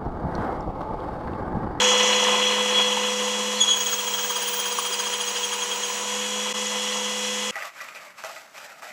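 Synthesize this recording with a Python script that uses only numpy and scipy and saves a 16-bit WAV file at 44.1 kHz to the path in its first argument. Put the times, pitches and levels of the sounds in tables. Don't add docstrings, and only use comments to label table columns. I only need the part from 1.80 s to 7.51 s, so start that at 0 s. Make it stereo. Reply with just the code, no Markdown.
import sys
import numpy as np
from scipy import signal
from scipy.fft import rfft, irfft
from scipy.io import wavfile
from scipy.ndimage import uniform_filter1d

SR = 44100
rng = np.random.default_rng(int(sys.argv[2]) if len(sys.argv) > 2 else 0)


def log_audio(samples):
    frames = np.atleast_2d(samples).T
    limited = np.clip(frames, -1, 1)
    pcm = np.round(limited * 32767).astype(np.int16)
    wavfile.write(sys.argv[1], SR, pcm)


N = 251796
TIME = np.arange(N) / SR

# time in seconds, speed in turns per second.
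SHAFT_SPEED = [(1.8, 41.667), (1.9, 41.25), (2, 40.956), (2.12, 40.805), (2.35, 40.791), (2.55, 40.577),
               (2.8, 40.481), (3.25, 40.633), (3.75, 40.56), (3.95, 40.69), (4.1, 40.69), (4.2, 41.0),
               (4.4, 41.47), (4.7, 41.68)]
# time in seconds, contact from 0 to 1.
BELT_CONTACT = [(1.79, 0), (1.83, 1), (4.22, 1), (4.34, 0)]
# time in seconds, change in dB.
WHINE_LULL = [(3.0, 0), (3.5, -5), (4.21, -9), (4.27, -1.5), (4.6, 0)]
# centre in seconds, level in dB, length in seconds.
WHINE_SWELLS = [(0.663, -25, 0.028), (0.805, -26, 0.016), (0.958, -23, 0.011), (0.987, -21, 0.01),
                (1.0, -23.5, 0.085), (1.019, -21, 0.01), (1.082, -28, 0.014), (1.28, -32, 0.038),
                (1.56, -32, 0.043), (1.875, -26, 0.06)]
# time in seconds, level in dB.
WHISTLE_LEVEL = [(1.85, -79), (1.97, -39), (2.14, -36.5), (2.76, -35), (3.7, -51), (4.22, -49), (4.26, -74),
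                 (4.3, -73)]
# multiple of the shaft rate, free-running level in dB,
# loaded level in dB.
LESSER_ORDERS = [(10, -57, -56), (20, -56, -58), (24, -48.5, -43), (25, -49, -50), (36, -58, -52),
                 (48, -43.5, -53), (60, -50, -50), (65, -50, -54), (68, -44.5, -59), (70, -47, -51),
                 (72, -49, -50), (79, -58, -58), (96, -55.5, -59), (100, -52, -55), (115, -53, -56),
                 (125, -48, -58), (128, -57, -72), (144, -44.5, -43), (160, -47, -46), (165, -59, -43),
                 (168, -53, -58), (175, -53, -52), (190, -58, -53), (192, -57, -58), (200, -55, -52),
                 (288, -71, -63), (336, -65.5, -63)]
PART_LEVELS = { "hum": (-39.5, 3.5, 3, -7.5), "pinion": (-37, 10.5, 2.5, -4),
               "whine": (-35, 10.5, 1.44, -3.5), "deck": (-37.5, 10.5, 2.0, -0.5),
               "gearbox": (-35, 11.5, 1.87, 0), "bearing": (-36, 9.5, 0.74, -1.5)}
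# frequency in Hz, width in Hz, relative level in dB.
DECK_MODES = [(215, 46, -11.5), (384, 26, -8), (441, 160, -8), (524, 89, -7), (705, 133, -7.5),
              (919, 142, -2), (1020, 186, -2), (1197, 180, -13.5), (1290, 133, -6.5)]
# frequency in Hz, width in Hz, relative level in dB.
GEARBOX_MODES = [(1686, 225, -8), (1820, 114, -7.5), (2018, 210, -8.5), (2263, 160, -6.5),
                 (2573, 207, -2.5), (2876, 154, -0.5), (3050, 180, 1.5), (3274, 330, -5), (3440, 570, -18),
                 (4120, 146, -4.5)]
# frequency in Hz, width in Hz, relative level in dB.
BEARING_MODES = [(5000, 420, -5.5), (5635, 46, 6), (5873, 460, 1), (6673, 194, 4.5), (6920, 1180, -5.5)]
SHAFT_THROB = [(1, 0.025), (2, 0.11), (5, 0.23), (7, 0.2)]
# centre in seconds, change in dB, length in seconds.
RATTLE_SURGES = [(0.036, 0, 0.15), (0.33, 1.2, 0.048), (0.534, 2.5, 0.066), (0.676, -0.5, 0.094),
                 (0.995, 6.5, 0.017), (1.155, -0.5, 0.035), (1.35, -4, 0.045)]
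# time in seconds, fade of the squeak in seconds, then levels in dB
FOOT_CATCHES = [(1.813, .017, -16, -17.5, -41, -52, -45), (1.84, .014, -22.5, -28, -54, -52, -36),
                (1.884, .025, -23, -26, -49, -52, -34), (1.909, .018, -18.5, -20, -45, -52, -43),
                (1.936, .018, -22, -28, -45, -52, -38), (1.966, .016, -29.5, -27, -44, -52, -36),
                (2.007, .022, -31.5, -26.5, -48, -48, -41), (2.028, .013, -32, -28, -55, -50, -43),
                (2.068, .008, -27.5, -23, -48, -50, -45), (2.089, .014, -33, -31, -52, -48, -42),
                (2.129, .018, -34, -24.5, -49, -44, -33), (2.193, .012, -28.5, -32, -47, -44, -39),
                (2.275, .016, -32, -32.5, -50, -45, -39), (2.338, .021, -29.5, -31, -50, -45, -38),
                (2.382, .029, -29.5, -33, -49, -45, -34), (2.441, .015, -31, -30, -47, -43, -32),
                (2.499, .022, -31.5, -30, -39.5, -41, -33), (2.56, .02, -30.5, -31.5, -38, -35.5, -35),
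                (2.617, .017, -33.5, -33, -34, -36.5, -36), (2.675, .035, -31.5, -34, -33, -41, -35),
                (2.731, .024, -36, -35, -35, -40, -35), (2.792, .025, -32, -34.5, -30.5, -41.5, -36),
                (2.854, .023, -34.5, -34, -35, -42.5, -31), (2.917, .019, -34, -33, -35, -38, -37),
                (2.981, .021, -37, -37.5, -32, -41, -33), (3.052, .024, -34, -39, -35.5, -40, -35),
                (3.125, .015, -28.5, -33, -37.5, -32, -35), (3.194, .017, -29, -27.5, -39.5, -35.5, -32),
                (3.26, .019, -30.5, -30, -40.5, -39, -34), (3.328, .024, -33.5, -34.5, -36.5, -40, -36),
                (3.405, .017, -29.5, -32, -35.5, -39, -43), (3.479, .014, -29, -28.5, -39.5, -39, -40),
                (3.56, .02, -33, -36, -41, -37, -38), (3.636, .018, -27.5, -28, -38, -50, -48),
                (3.724, .017, -30.5, -32, -36.5, -41.5, -35), (3.824, .02, -30, -30, -38.5, -41.5, -42),
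                (3.92, .013, -25.5, -32, -48.5, -47, -41), (4.033, .023, -29.5, -30, -42.5, -43, -40)]
# frequency in Hz, width in Hz, relative level in dB.
SCUFF_MODES = [(1020, 270, -7), (1154, 120, -2), (1310, 300, -7.5), (1630, 88, -2)]
# frequency in Hz, width in Hz, relative level in dB.
RASP_MODES = [(3100, 280, 2), (3410, 150, 4), (6340, 600, -8), (7970, 900, -16), (9200, 1000, -19)]
# frequency in Hz, width in Hz, relative level in dB.
TICK_MODES = [(9700, 560, 0)]
# start in seconds, level in dB, frequency in Hz.
DECK_KNOCKS = [(0.468, -21, 1050), (0.541, -19.5, 980), (0.58, -22, 950), (0.783, -25, 900),
               (1.02, -25, 1050), (1.171, -18.5, 930), (1.479, -25, 1010), (1.732, -28, 1030),
               (2.128, -28, 1370), (2.503, -21.5, 1160), (2.566, -24.5, 960), (2.864, -28, 1110),
               (2.986, -15.5, 1110), (4.082, -27, 1025), (4.1, -26.5, 1000)]
# centre in seconds, level in dB, frequency in Hz,
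# length in seconds.
DRY_CHIRPS = [(0.054, -27, 6630, 0.0074), (0.083, -21, 3130, 0.0054), (0.089, -29, 6680, .006),
              (0.18, -31, 5940, .009), (0.238, -26, 6040, 0.011), (0.275, -34, 5900, 0.013),
              (0.302, -29, 6670, .008), (0.334, -32, 4190, 0.015), (0.364, -28, 6740, 0.0076),
              (0.658, -30.5, 5940, 0.028), (0.73, -35, 4125, .018), (0.896, -27.5, 5960, .007),
              (0.95, -36, 4140, .025), (1.044, -37, 4200, .02), (1.086, -31, 6010, .008),
              (1.127, -26, 3020, 0.0094), (1.775, -34.5, 4150, .03), (1.895, -36, 4110, .02),
              (1.93, -28, 3110, 0.026), (4.87, -29, 6720, .007)]
# frequency in Hz, relative level in dB per Hz.
BRUSH_SPECTRUM = [(30, -50), (110, -21.5), (400, -10), (1700, -2.5), (3700, -2), (4600, -5), (5400, -6.5),
                  (6300, -1.5), (7700, -1), (8800, -8.5), (10500, -10.5), (12500, -17.5), (15000, -29)]

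HUM_ORDER, PINION_ORDER, MESH_ORDER, WHISTLE_ORDER = 5, 12, 80, 384
HUM_TOUCH_DB, PINION_THROB_DB = -3, 2.5
LOOSE_S = 0.054
TIGHT_LOAD = 0.073
GEAR_TONES_LOOSE_DB = 10
DECK_FLICKER_DB, GEARBOX_FLICKER_DB = 1.1, 1.3
GRIT_DB, GRIT_PER_S = -32, 200
SQUEAK_RISE_S, SQUEAK_FLUTTER_DB, BEND_HZ = 0.0085, 1.7, 40
BITE_SHARE = 0.17
RASP_DB, TICK_DB = -9.5, -6
KNOCK_RISE_S, KNOCK_OVERTONE, KNOCK_OVERTONE_DB = 0.0018, 1.45, -8
CHIRP_WIDTH_HZ = 190
HISS_DB = -35
PAN_DB = -0.04
LOW_CUT_HZ, CUTOFF_HZ = 147, 15800


def shaft(sag, flutter):
    brake = swells(0, delay=0.019, rise=0.026, fall=0.05)
    brake = brake - uniform_filter1d(brake, size=SR // 6)
    speed = curve(SHAFT_SPEED) - sag * brake + flutter * drift(5.9)
    return 2 * np.pi * np.cumsum(speed) / SR


def belt_load():
    speed = curve(SHAFT_SPEED)
    return (speed.max() - speed) / np.ptp(speed)


def play(part):
    _, _, settled_s, _ = PART_LEVELS[part]
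    return np.interp(TIME, [LOOSE_S, settled_s], [1, 0])


def level_db(part, load, slack=1):
    settled_db, loose_db, _, loaded_db = PART_LEVELS[part]
    return settled_db + loose_db * play(part) * slack + loaded_db * load


def motor_hum(angle, load, touch):
    db = level_db("hum", load) + HUM_TOUCH_DB * touch + 0.72 * drift(27)
    return from_db(db) * tone(HUM_ORDER * angle)


def pinion_tone(angle, touch, slack):
    throb_db = PINION_THROB_DB * swells(0, delay=0.008, rise=0.02, fall=0.025)
    db = level_db("pinion", touch, slack) + throb_db + 1.0 * drift(44)
    return from_db(db) * tone(PINION_ORDER * angle)


def mesh_whine(angle, load, touch, slack):
    slip = (0.15 + 0.6 * load) * drift(25)
    flutter_db = 0.8 + 1.5 * play("pinion") * slack + 1.8 * touch
    singing_power = sum(from_db(db) ** 2 * np.exp(-2 * ((TIME - s) / length) ** 2)
                        for s, db, length in WHINE_SWELLS)
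    steady = from_db(level_db("whine", load) + curve(WHINE_LULL))
    strength = np.sqrt(steady ** 2 + singing_power)
    return strength * from_db(flutter_db * drift(95)) * tone(MESH_ORDER * angle + slip)


def top_whistle(angle, tight):
    level = from_db(curve(WHISTLE_LEVEL) + 2.8 * drift(18))
    return tight * level * tone(WHISTLE_ORDER * angle + 0.3 * drift(80))


def motor(angle, load, tight, touch):
    slack = np.interp(TIME, [BELT_CONTACT[0][0], BELT_CONTACT[1][0]], [1, 0])
    hum = motor_hum(angle, load, touch)
    pinion = pinion_tone(angle, touch, slack)
    whine = mesh_whine(angle, load, touch, slack)
    return hum + pinion + whine + top_whistle(angle, tight)


def gear_tones(angle, tight, play_db, waver_db, jitter):
    out = 0
    for multiple, free_db, loaded_db in LESSER_ORDERS:
        db = free_db + tight * (loaded_db - free_db) + play_db / (1 + (multiple / 125) ** 4)
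        phase = multiple * angle + rng.uniform(0, 2 * np.pi) + jitter * drift(7.6)
        out = out + from_db(db + waver_db * drift(47)) * tone(phase)
    return out


def rattle(angle, modes, per_s, spread_db, flicker_db, throb):
    beat = sum(depth * np.cos(beats * angle + rng.uniform(0, 2 * np.pi)) for beats, depth in SHAFT_THROB)
    force = from_db(spread_db * rng.standard_normal(N) + flicker_db * drift(20)) * (1 + throb * beat)
    impacts = rng.random(N) < per_s / SR
    return resonate(force * impacts, modes)


def housing_rattle(angle, load):
    surge_db = sum(db * np.exp(-((TIME - s) / length) ** 2) for s, db, length in RATTLE_SURGES)
    deck = from_db(level_db("deck", load) + surge_db) * rattle(
        angle, DECK_MODES, per_s=1800, spread_db=0.5, flicker_db=DECK_FLICKER_DB, throb=0.3)
    gearbox_flicker_db = GEARBOX_FLICKER_DB + 0.49 * play("gearbox")
    gearbox = from_db(level_db("gearbox", load) + surge_db) * rattle(
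        angle, GEARBOX_MODES, per_s=5000, spread_db=0.5, flicker_db=gearbox_flicker_db, throb=0.95)
    bearing = from_db(level_db("bearing", load)) * rattle(
        angle, BEARING_MODES, per_s=7000, spread_db=1.5, flicker_db=1.5, throb=0.23)
    return deck + gearbox + bearing


def grit(angle, loose):
    modes = GEARBOX_MODES + BEARING_MODES[2::2]
    strikes = rattle(angle, modes, per_s=GRIT_PER_S, spread_db=1, flicker_db=3, throb=1)
    return from_db(GRIT_DB) * loose ** 2 * strikes


def catches(angle):
    s, fade, squeak_db, octave_db, twelfth_db, halves_db, scuff_db = np.transpose(FOOT_CATCHES)
    bite_s = BITE_SHARE * np.gradient(s)
    bend_hz = BEND_HZ * swells(0, delay=-0.004, rise=0.012, fall=0.009)
    mesh = MESH_ORDER * angle + 2 * np.pi * np.cumsum(bend_hz) / SR + 0.19 * drift(110)
    squeak = swells(squeak_db, delay=0, rise=SQUEAK_RISE_S, fall=fade) * tone(mesh)
    octave = swells(octave_db, delay=0.0031, rise=SQUEAK_RISE_S, fall=fade) * tone(2 * mesh)
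    twelfth = swells(twelfth_db, delay=bite_s, rise=0.009, fall=0.009) * tone(3 * mesh)
    between = tone(3 * mesh / 2 + 0.5 * drift(120)) + 0.55 * tone(5 * mesh / 2)
    halves = swells(halves_db, delay=bite_s, rise=0.012, fall=0.015) * between
    tones = sum(part * from_db(SQUEAK_FLUTTER_DB * drift(130)) for part in (squeak, octave, twelfth, halves))
    return tones + foot_friction(squeak_db, twelfth_db, scuff_db, fade, bite_s)


def foot_friction(squeak_db, twelfth_db, scuff_db, fade, bite_s):
    steady = np.ones(N)
    scuff = swells(scuff_db, delay=0.007, rise=0.007, fall=0.011) * resonate(steady, SCUFF_MODES)
    rasp = swells(squeak_db + RASP_DB, delay=0.002, rise=0.004, fall=fade) * resonate(steady, RASP_MODES)
    tick = swells(twelfth_db + TICK_DB, delay=bite_s, rise=0.003, fall=0.005) * resonate(steady, TICK_MODES)
    return scuff + rasp + tick


def knock(s, db, hz):
    out = np.zeros(N)
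    near = slice(int(s * SR), int((s + 0.05) * SR))
    t = np.maximum(TIME[near] - s, 0)
    age = t / KNOCK_RISE_S
    body = age * np.exp(1 - age) * np.sin(2 * np.pi * hz * t)
    edge = from_db(KNOCK_OVERTONE_DB) * np.exp(-age) * np.sin(2 * np.pi * KNOCK_OVERTONE * hz * t)
    out[near] = from_db(db) * (body + edge)
    return out


def chirp(s, db, hz, length):
    out = np.zeros(N)
    near = slice(max(int((s - 0.1) * SR), 0), int((s + 0.1) * SR))
    swell = np.exp(-((TIME[near] - s) / length) ** 2)
    ring = resonate(swell, [(hz, CHIRP_WIDTH_HZ, 0)])
    out[near] = from_db(db) * ring * np.sqrt(np.mean(swell ** 2))
    return out


def brush_hiss(angle):
    return from_db(HISS_DB) * hiss(BRUSH_SPECTRUM) * (1 + 0.027 * np.cos(angle) + 0.12 * drift(150))


def swells(levels_db, delay, rise, fall):
    power, each = np.zeros(N), np.ones(len(FOOT_CATCHES))
    for row, db, late, fade in zip(FOOT_CATCHES, levels_db * each, delay * each, fall * each):
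        near = slice(int((row[0] - 0.06) * SR), int((row[0] + 0.12) * SR))
        t = TIME[near] - row[0] - late
        power[near] += from_db(db) ** 2 * np.exp(-2 * (t / np.where(t < 0, rise, fade)) ** 2)
    return np.sqrt(power)


def resonate(x, modes):
    out = 0
    for hz, width, db in modes:
        r = np.exp(-np.pi * width * 1.55 / SR)
        section = [(1 - r * r) / 2, 0, (r * r - 1) / 2, 1, -2 * r * np.cos(2 * np.pi * hz / SR), r * r]
        drive = x * rng.standard_normal(len(x)) + 1e-18
        out = out + from_db(db) * signal.sosfilt([section, section], drive)
    return rms_one(out)


def hiss(spectrum):
    hz, db = np.transpose(spectrum)
    bins = np.maximum(np.arange(N // 2 + 1) * SR / N, 1)
    gain = from_db(np.interp(np.log(bins), np.log(hz), db))
    return rms_one(irfft(rfft(rng.standard_normal(N)) * gain, N))


def drift(rate):
    size = 2 ** 13
    hz = np.arange(size // 2 + 1) * SR / N
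    slow = irfft(rfft(rng.standard_normal(size)) / (1 + (hz / rate) ** 2), size)
    return np.interp(np.arange(N) * size / N, np.arange(size), rms_one(slow))


def tone(angle):
    return np.sqrt(2) * np.sin(angle)


def curve(rows):
    return np.interp(TIME, *np.transpose(rows))


def from_db(db):
    return 10 ** (np.asarray(db) / 20)


def rms_one(x):
    return x / np.sqrt(np.mean(x ** 2) + 1e-20)


def low_cut(x, hz):
    return signal.sosfilt(signal.butter(2, hz, "high", fs=SR, output="sos"), x)


def scene():
    load = belt_load()
    tight = np.minimum(load / TIGHT_LOAD, 1)
    touch = curve(BELT_CONTACT)
    loose = play("gearbox")
    angle = shaft(sag=0.3, flutter=0.014)
    machine = motor(angle, load, tight, touch)
    machine = machine + gear_tones(angle, tight, GEAR_TONES_LOOSE_DB * loose, waver_db=1.6, jitter=0.2)
    machine = machine + housing_rattle(angle, load) + grit(angle, loose)
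    machine = machine + catches(angle)
    machine = machine + sum(knock(*row) for row in DECK_KNOCKS)
    machine = machine + sum(chirp(*row) for row in DRY_CHIRPS)
    machine = machine + brush_hiss(angle)
    return machine * from_db([[PAN_DB], [-PAN_DB]])


def record(dry):
    dip = np.interp(TIME, [4.725, 4.731, 4.735, 4.747], [1, 0.05, 0.12, 1])
    thinned = low_cut(dry * dip, LOW_CUT_HZ)
    top_cut = signal.ellip(12, 0.1, 80, CUTOFF_HZ, fs=SR, output="sos")
    return signal.sosfilt(top_cut, thinned)


dry = scene()
out = record(dry)
log_audio(out)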